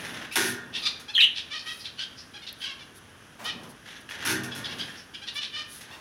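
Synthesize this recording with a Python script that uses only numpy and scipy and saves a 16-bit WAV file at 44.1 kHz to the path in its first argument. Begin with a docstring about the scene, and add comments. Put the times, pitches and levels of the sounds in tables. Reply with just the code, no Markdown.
"""Small cage birds call in a hard-walled room: nasal finch notes, rasps, chirps and one loud, close squawk.
Each call is a harmonic source, the syrinx, shaped by a resonant filter, the throat. Wings whirr in
short flurries; twice the wire cage is jolted, so that impacts set its bars chattering and its tray booming.
Light ticks, a faint high hiss, a hand on the cage and low room noise lie underneath."""
import sys
import numpy as np
from scipy import signal
from scipy.fft import rfft, irfft, next_fast_len
from scipy.io import wavfile
from scipy.ndimage import map_coordinates

SR = 44100
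rng = np.random.default_rng(int(sys.argv[2]) if len(sys.argv) > 2 else 0)


def to_wav(sig):
    """Store sig (one row per channel, or 1-D mono) as 16-bit WAV at the path in sys.argv[1].

    Samples outside -1..1 are clipped; the rate is SR.
    """
    pcm = np.clip(np.atleast_2d(sig), -1, 1) * 32767
    pcm = np.round(pcm).astype(np.int16)
    wavfile.write(sys.argv[1], SR, pcm.T)  # frames by channels


N = 264688
BAND_LIMIT_HZ = 15850

# spectrum of the room noise: (frequency [Hz], level [dB])
AIR_SPECTRUM = [(25, -13), (80, 5.5), (220, 0), (370, -2.5), (850, -11), (1600, 1.5), (2200, -7.5),
                (3200, -4.5), (4200, -16.5), (6000, -11), (7800, -24), (10200, -19.5), (16000, -44)]
# the hand shifts the cage: (start [s], duration [s], level [dB])
CAGE_SHIFTS = [(-.15, 0.52, -44.5), (.25, 0.88, -53.5), (3.37, 0.43, -46.5), (4.03, 1.04, -44)]
# spectrum of the handled cage: (frequency [Hz], level [dB])
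RUMBLE_SPECTRUM = [(25, -27), (60, -20.5), (100, -5.5), (170, -6), (235, -2), (380, -9.5), (600, -11),
                   (1200, -13), (3000, -44)]
# swells of a faint, high hiss: (start [s], duration [s], level [dB])
HISS_SWELLS = [(-.15, 0.38, -50.5), (.31, 0.061, -41), (.4, 0.16, -34.5), (.72, 0.24, -56),
               (1.6, 0.3, -52.5), (2.57, .12, -55.5), (2.94, 0.064, -53.5), (3.68, 0.054, -56),
               (4, 0.028, -57), (4.5, 0.61, -61), (5.33, 0.068, -49.5), (5.66, 0.18, -46)]
# spectrum of that hiss: (frequency [Hz], level [dB])
HISS_SPECTRUM = [(2000, -32), (3300, -10), (6000, -11), (7800, -18.5), (10300, -2.5), (13000, -18.5),
                 (16000, -20)]
# flurries of wingbeats: (start [s], duration [s], level [dB], beat rate [Hz])
WING_FLURRIES = [(-.06, 0.19, -37, 16.9), (0.12, 0.15, -38.5, 39), (0.427, 0.036, -42, 24),
                 (3.843, 0.15, -43.5, 22.4), (4.083, 0.084, -36.5, 27), (4.169, 0.15, -37, 15.8),
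                 (4.566, 0.48, -46, 18), (5.708, 0.23, -52.5, 21)]
# spectrum of swishing feathers: (frequency [Hz], level [dB])
FEATHER_SPECTRUM = [(100, -41), (600, -8.5), (1100, -7), (1750, 6), (2300, -2), (3200, 1.5), (4500, -8),
                    (6000, -8.5), (7800, -23), (10300, -15.5), (16000, -37)]
# spectral envelope common to chirps, rasps and nasal calls: (frequency [Hz], level [dB])
VOICE_SPECTRUM = [(400, -20), (900, 3), (1250, 2.5), (1800, 5.5), (3000, 2), (5500, -3.5), (7600, -24),
                  (10000, -24), (15000, -59)]
# chirps: (start [s], duration [s], pitch [Hz], level [dB], glide [share of pitch], throat resonance [Hz])
CHIRP_NOTES = [(0.305, .046, 1348, -33.5, 0.14, 2600), (0.813, 0.054, 1253, -30.5, 0.093, 4000),
               (0.847, 0.0377, 1244, -21.5, -0.096, 4020), (1.967, .09, 1529, -32, .15, 3340),
               (2.594, .084, 1544, -32.5, -0.14, 3200), (4.504, .05, 1664, -36, -0.014, 3170),
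               (4.634, 0.044, 1710, -32, -0.04, 3580), (4.77, 0.081, 1596, -33, .1, 3350),
               (5.133, 0.03, 1660, -36, -0.026, 3000)]
# jolts of the cage: (time [s], chatter level [dB], chatter duration [s], boom level [dB], push centre [Hz])
CAGE_JOLTS = [(.356, -22, 0.19, -28, 363), (0.425, -33, 0.26, -38, 281), (4.25, -24.5, 0.23, -32.5, 238),
              (4.297, -29, 0.067, -32.5, 230), (4.551, -36.5, 0.14, -45.5, 124)]
# spectrum of colliding wires, also used for the squawk's rasp: (frequency [Hz], level [dB])
CHATTER_SPECTRUM = [(100, -27), (500, -8), (900, -3), (1600, 0), (2400, 0.5), (3500, -1), (4600, -5),
                    (6000, -1.5), (7800, -12.5), (10300, -2.5), (13000, -12.5), (16000, -19)]
# modes of the wire bars: (frequency [Hz], bandwidth [Hz], level [dB])
BAR_MODES = [(1421, 26, -0.5), (1576, 220, -6), (1850, 50, -2), (1980, 33, -35), (2845, 51, -16),
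             (3500, 18, -7)]
# modes of the sheet-metal tray: (frequency [Hz], 60 dB decay time [s], level [dB])
TRAY_MODES = [(100.8, 0.75, 1), (129.1, 1, -2.5), (192.3, 1, -7), (240.4, 0.53, 3.5), (321, 0.34, 4),
              (380, 0.54, 2), (417.2, 0.37, 1)]
# harsh, hardly pitched calls: (start [s], duration [s], level [dB])
RASP_NOTES = [(0.718, 0.093, -30.5), (1.336, 0.083, -31.5), (1.544, 0.081, -39.5), (1.783, 0.058, -41.5),
              (1.834, 0.05, -33.5), (2.152, 0.087, -44.5), (2.461, 0.043, -33.5), (4.952, 0.074, -46.5),
              (5.263, .04, -32.5), (5.395, 0.082, -32)]
# claws and fingers touch the wires: (time [s], level [dB])
WIRE_TICKS = [(.998, -36.5), (3.443, -31), (3.633, -40.5), (3.79, -75), (4.097, -36), (4.435, -28),
              (4.786, -35), (5.809, -33.5)]
# nasal calls: (start [s], duration [s], pitch [Hz], level [dB], glide [share of pitch])
NASAL_NOTES = [(1.076, 0.041, 847, -37, 0.012), (1.496, 0.094, 603.5, -33.5, 0.033),
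               (1.645, 0.1, 641, -34.5, -0.0053), (2.331, 0.054, 809, -41, -0.012),
               (2.414, .034, 720, -41.5, -0.044), (2.644, 0.087, 561, -37, -0.044),
               (2.78, 0.062, 582, -45.5, -0.068), (3.44, 0.0775, 618, -31, 0.02),
               (4.681, 0.066, 555, -38, -.03), (5.213, 0.036, 836, -39.5, 0.026),
               (5.345, 0.059, 595, -32, 0.048), (5.513, 0.13, 604, -34.5, -0.027),
               (5.902, .058, 909, -44.5, 0.049)]
# the squawk, overlapping notes from the syrinx's two sides: (start [s], duration [s], pitch [Hz], level [dB])
SYRINX_NOTES = [(1.139, 0.018, 4030, -29.5), (1.148, 0.034, 3275, -18), (1.175, 0.02, 3200, -15),
                (1.178, 0.0097, 1800, -18.5), (1.191, 0.0072, 2610, -18), (1.204, 0.0177, 3667, -10.5),
                (1.199, 0.0192, 2632, -11.5), (1.218, 0.035, 2940, -10.5), (1.221, 0.028, 3450, -16)]
# tiny dry clicks: (time [s], level [dB])
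HIGH_CLICKS = [(2.494, -53), (2.528, -37)]
# a hand brushes the tray: (start [s], duration [s], level [dB])
TRAY_BRUSHES = [(3.383, 0.11, -43), (3.534, 0.27, -70), (5.892, 0.12, -50)]
# reverberation of the room: (frequency [Hz], 60 dB decay time [s])
ROOM_DECAY = [(150, 0.76), (1000, 0.61), (3000, 0.42), (7000, 0.35), (14000, 0.063)]


def amp(db):
    """Amplitude ratio of a level in decibels."""
    return 10 ** (np.asarray(db) / 20)


def unit(x):
    """Normalisation to an rms of 1."""
    return x / np.sqrt(np.mean(x ** 2) + 1e-20)


def along(points, hz):
    """Interpolation of (frequency, value) points on a logarithmic frequency axis."""
    freqs, values = np.transpose(points)
    return np.interp(np.log(hz + 1), np.log(freqs + 1), values)


def clock(length):
    """Sample times over a length in seconds."""
    return np.arange(int(length * SR)) / SR


def wobble(rate, t):
    """Smooth random modulation: a spline through `rate` Gaussian values a second."""
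    return map_coordinates(rng.standard_normal(8192), [t * rate + 2], mode='wrap')


def add(track, start, x):
    """Superposition of x on the track, from a start in seconds."""
    i = round(start * SR)
    x = x[max(-i, 0):max(N - i, 0)]
    track[max(i, 0):][:len(x)] += x


def filtered(x, response):
    """Linear filtering: the spectrum of x times a frequency response."""
    size = next_fast_len(len(x) + 8192)
    return irfft(rfft(x, size) * response(np.fft.rfftfreq(size, 1 / SR)), size)[:len(x)]


def coloured(x, spectrum):
    """Spectral shaping of x, at an rms of 1."""
    return unit(filtered(x, lambda hz: amp(along(spectrum, hz))))


def ringing(t, modes):
    """Forced resonance: noise drives damped modes of alternating polarity, at an rms of 1."""
    def response(hz):
        return sum((-1) ** k * amp(db) * 1j * hz * width / (centre ** 2 - hz ** 2 + 1j * hz * width)
                   for k, (centre, width, db) in enumerate(modes))
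    return unit(filtered(rng.standard_normal(len(t)), response))


def swell(t, edge):
    """A raised-cosine envelope; rise and fall each take the share `edge` of its length."""
    progress = t / t[-1]
    return np.sin(np.pi / 2 * np.clip(np.minimum(progress, 1 - progress) / edge, 0, 1)) ** 2


def swells(rows, edge, rest_db):
    """An envelope that rests low and swells once for each (start, duration, level) row."""
    gain = np.full(N, amp(rest_db))
    for start, length, db in rows:
        add(gain, start, amp(db) * swell(clock(length), edge))
    return gain


def grainy_noise(t, spiky_db):
    """Noise under fast random amplitude modulation, which gives it an uneven grain."""
    return rng.standard_normal(len(t)) * amp(spiky_db * wobble(600, t))


def air(level_db=-53):
    """Stationary noise: the low, steady background of the room."""
    return amp(level_db) * coloured(rng.standard_normal(N), AIR_SPECTRUM)


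def cage_rumble(level_db=-3):
    """Structure-borne noise: the cage rumbles softly as the hand shifts it."""
    handling = amp(level_db) * swells(CAGE_SHIFTS, edge=0.33, rest_db=-54)
    return handling * coloured(rng.standard_normal(N), RUMBLE_SPECTRUM)


def high_hiss(level_db=-1):
    """Modulated noise: a faint, fine, high hiss that swells and fades."""
    t = np.arange(N) / SR
    envelope = swells(HISS_SWELLS, edge=0.44, rest_db=-64.5) * amp(level_db + 0.23 * wobble(25, t))
    return envelope * coloured(grainy_noise(t, spiky_db=1), HISS_SPECTRUM)


def wings(stroke_db=4, level_db=-1.5):
    """Amplitude modulation: each downstroke swishes the feathers against the air and the wires."""
    out = np.zeros(N)
    for start, length, db, beat_hz in WING_FLURRIES:
        t = clock(length)
        beat = np.cos(2 * np.pi * beat_hz * t + wobble(23.2, t))
        rustle = coloured(grainy_noise(t, spiky_db=3), FEATHER_SPECTRUM)
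        add(out, start, amp(db + level_db) * swell(t, edge=0.17) * unit(rustle * amp(stroke_db * beat)))
    return out


def call(length, pitch_hz, glide, throat_hz, width_hz, rough, edge, arch=0.0769):
    """Source and filter: harmonics pass the throat resonance; an unsteady syrinx and pulsed air rasp."""
    def throat(hz):
        # roughness (0 to 1) raises the resonance peak and tilts the voice towards the treble
        peak_db = (7 + 10 * rough) / (1 + ((hz - throat_hz) / width_hz) ** 2)
        tilt_db = 9 * rough * np.log2(np.clip(hz, 500, 9500) / throat_hz)
        return amp(along(VOICE_SPECTRUM, hz) + peak_db + tilt_db) * (hz < BAND_LIMIT_HZ)

    t = clock(length)
    progress = t / length
    bend = arch * (np.sin(np.pi * progress) - np.sin(np.pi / 3)) + glide * (progress - 0.5)
    jitter = rough * (0.06 * wobble(650, t) + 0.055 * wobble(120, t)) + 0.014 * wobble(70, t)
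    pitch = pitch_hz * (1 + bend + jitter)
    phase = 2 * np.pi * np.cumsum(pitch) / SR
    harmonics = np.arange(1, 22)[:, None]
    tone = unit(np.sum(throat(harmonics * pitch) * np.sin(harmonics * phase), axis=0))
    puffs = unit(filtered(rng.standard_normal(len(t)) * (1 + np.cos(phase)), throat))
    shimmer = amp(4 * rough * wobble(300, t))
    return swell(t, edge) * unit((tone + 1.1 * rough * puffs) * shimmer)


def chirps():
    """Irregular oscillation at a high pitch: scratchy chirps, each with its own throat resonance."""
    out = np.zeros(N)
    for start, length, pitch_hz, db, glide, throat_hz in CHIRP_NOTES:
        note = call(length, pitch_hz, glide, throat_hz, width_hz=910, rough=0.638, edge=0.39)
        add(out, start, amp(db) * note)
    return out


def jolts(bars_db=-8, bars_t60=0.78, tray_db=-3, fade_power=1.88):
    """Impact excitation: wire chatter holds briefly, then fades fast; the bars ring and the tray booms."""
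    out, t = np.zeros(N), clock(1)
    for start, db, length, boom_db, push_hz in CAGE_JOLTS:
        fade = amp(-60 * (t / length) ** fade_power)
        chatter = coloured(grainy_noise(t, spiky_db=4), CHATTER_SPECTRUM) * fade
        bars = ringing(t, BAR_MODES) * amp(bars_db - 60 * t / bars_t60)
        add(out, start, amp(db) * (chatter + bars) + amp(boom_db + tray_db) * tray(t, push_hz))
    return out


def tray(t, push_hz, rise_s=0.019, falloff_db=5):
    """Modal decay: a push favours the modes near its frequency; the loose wires shake their phases."""
    ring = np.zeros(len(t))
    for hz, t60, db in TRAY_MODES:
        octaves_off = np.log2(hz / push_hz)
        decay = amp(db - falloff_db * octaves_off ** 2 - 60 * t / t60)
        ring += decay * np.sin(2 * np.pi * hz * t + wobble(36.4, t))
    early_rms = np.sqrt(np.mean(ring[:SR // 10] ** 2))
    return ring / early_rms * (1 - np.exp(-(t / rise_s) ** 2))


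def rasps(pitch_hz=857, glide=-0.0322, thinning_hz_per_db=137):
    """Strong jitter blurs the pitch; a softer rasp has a higher throat resonance and sounds thinner."""
    out = np.zeros(N)
    loudest_db = max(note[-1] for note in RASP_NOTES)
    for start, length, db in RASP_NOTES:
        throat_hz = 3270 + thinning_hz_per_db * (loudest_db - db)
        note = call(length, pitch_hz, glide, throat_hz, width_hz=960, rough=0.77, edge=0.46)
        add(out, start, amp(db) * note)
    return out


def ticks(level_db=-7, t60=0.15):
    """Light impacts of claws and fingers on the wires give bursts of noise that decay exponentially."""
    out, t = np.zeros(N), clock(1)
    for start, db in WIRE_TICKS:
        touch = coloured(grainy_noise(t, spiky_db=-0.5), CHATTER_SPECTRUM)
        add(out, start, touch * amp(db + level_db - 60 * t / t60))
    return out


def nasal_calls():
    """Nearly periodic oscillation of the syrinx gives a clean, nasal harmonic series."""
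    out = np.zeros(N)
    for start, length, pitch_hz, db, glide in NASAL_NOTES:
        note = call(length, pitch_hz, glide, throat_hz=3220, width_hz=600, rough=0.26, edge=0.3)
        add(out, start, amp(db) * note)
    return out


def squawk(sag_hz_per_s=7300, fade_db_per_s=70, buzz_hz=850, buzz_depth=0.22,
           harmonics_db=(0, -31, -35, -40)):
    """Biphonation: both sides of the syrinx whistle at once, leaping in pitch, buzzing and beating."""
    out = np.zeros(N)
    loudest_db = max(note[-1] for note in SYRINX_NOTES)
    for start, length, pitch_hz, db in SYRINX_NOTES:
        t = clock(length)
        from_middle = t - length / 2
        pitch = (pitch_hz - sag_hz_per_s * from_middle) * (1 + 0.045 * wobble(550, t))
        phase = 2 * np.pi * np.cumsum(pitch) / SR
        tone = sum(amp(level) * np.sin(k * phase) for k, level in enumerate(harmonics_db, 1))
        force = amp(db - fade_db_per_s * from_middle) * swell(t, edge=0.14)
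        depth = buzz_depth * force / amp(loudest_db)  # the buzz grows with the force of the cry
        buzz = 1 + depth * np.sin(2 * np.pi * buzz_hz * t + 2 * wobble(216, t))
        rasp = amp(-30) * coloured(rng.standard_normal(len(t)), CHATTER_SPECTRUM)
        shimmer = amp(1.2 * wobble(350, t))
        add(out, start, force * shimmer * (unit(tone * buzz) + rasp))
    return out


def clicks(ring_hz=11400, width_hz=1500, t60=0.012):
    """Rapid decay of noise in one very high resonance is heard as a tiny, dry, close click."""
    out, t = np.zeros(N), clock(2 * t60)
    for start, db in HIGH_CLICKS:
        add(out, start, ringing(t, [(ring_hz, width_hz, 0)]) * amp(db - 60 * t / t60))
    return out


def brushes(centre_hz=900, width_hz=700):
    """Sliding friction: skin on the tray makes a dull, broad band of noise."""
    out = np.zeros(N)
    for start, length, db in TRAY_BRUSHES:
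        t = clock(length)
        add(out, start, amp(db) * swell(t, edge=0.17) * ringing(t, [(centre_hz, width_hz, 0)]))
    return out


def room(x, near_db, tail_db, near_t60=0.15, bass_cut_hz=500, delay_samples=90):
    """Reverberation: direct sound, bass-poor early reflections from small surfaces, and the room's tail."""
    hz, t, noise = signal.stft(rng.standard_normal(SR), SR, nperseg=256)
    decay = amp(-60 * t / along(ROOM_DECAY, hz)[:, None])
    tail = signal.istft(noise * decay, SR, nperseg=256)[1]
    near = filtered(rng.standard_normal(len(tail)), lambda f: f ** 2 / (f ** 2 + bass_cut_hz ** 2))
    near *= amp(-60 * np.arange(len(tail)) / SR / near_t60)
    reflections = amp(near_db) * near / np.linalg.norm(near) + amp(tail_db) * tail / np.linalg.norm(tail)
    return x + signal.fftconvolve(x, np.pad(reflections, (delay_samples, 0)))[:N]


def scene(flock_db=-3, squawk_db=-6.5, cage_db=-2):
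    """Superposition of all sources; the ratio of direct to reflected sound conveys their distance."""
    flock = amp(flock_db) * room(chirps() + rasps() + nasal_calls(), near_db=-2, tail_db=-4.5)
    close_bird = amp(squawk_db) * room(squawk(), near_db=-3.5, tail_db=-10)
    cage = amp(cage_db) * room(wings() + jolts() + ticks(), near_db=-5.5, tail_db=-4.5)
    return (air() + cage_rumble() + high_hiss() + flock + cage + close_bird + clicks() + brushes())[None]


def record(dry):
    """An ideal low-pass filter removes everything above the band limit."""
    return filtered(dry[0], lambda hz: hz < BAND_LIMIT_HZ)[None]


dry = scene()
out = record(dry)
to_wav(out)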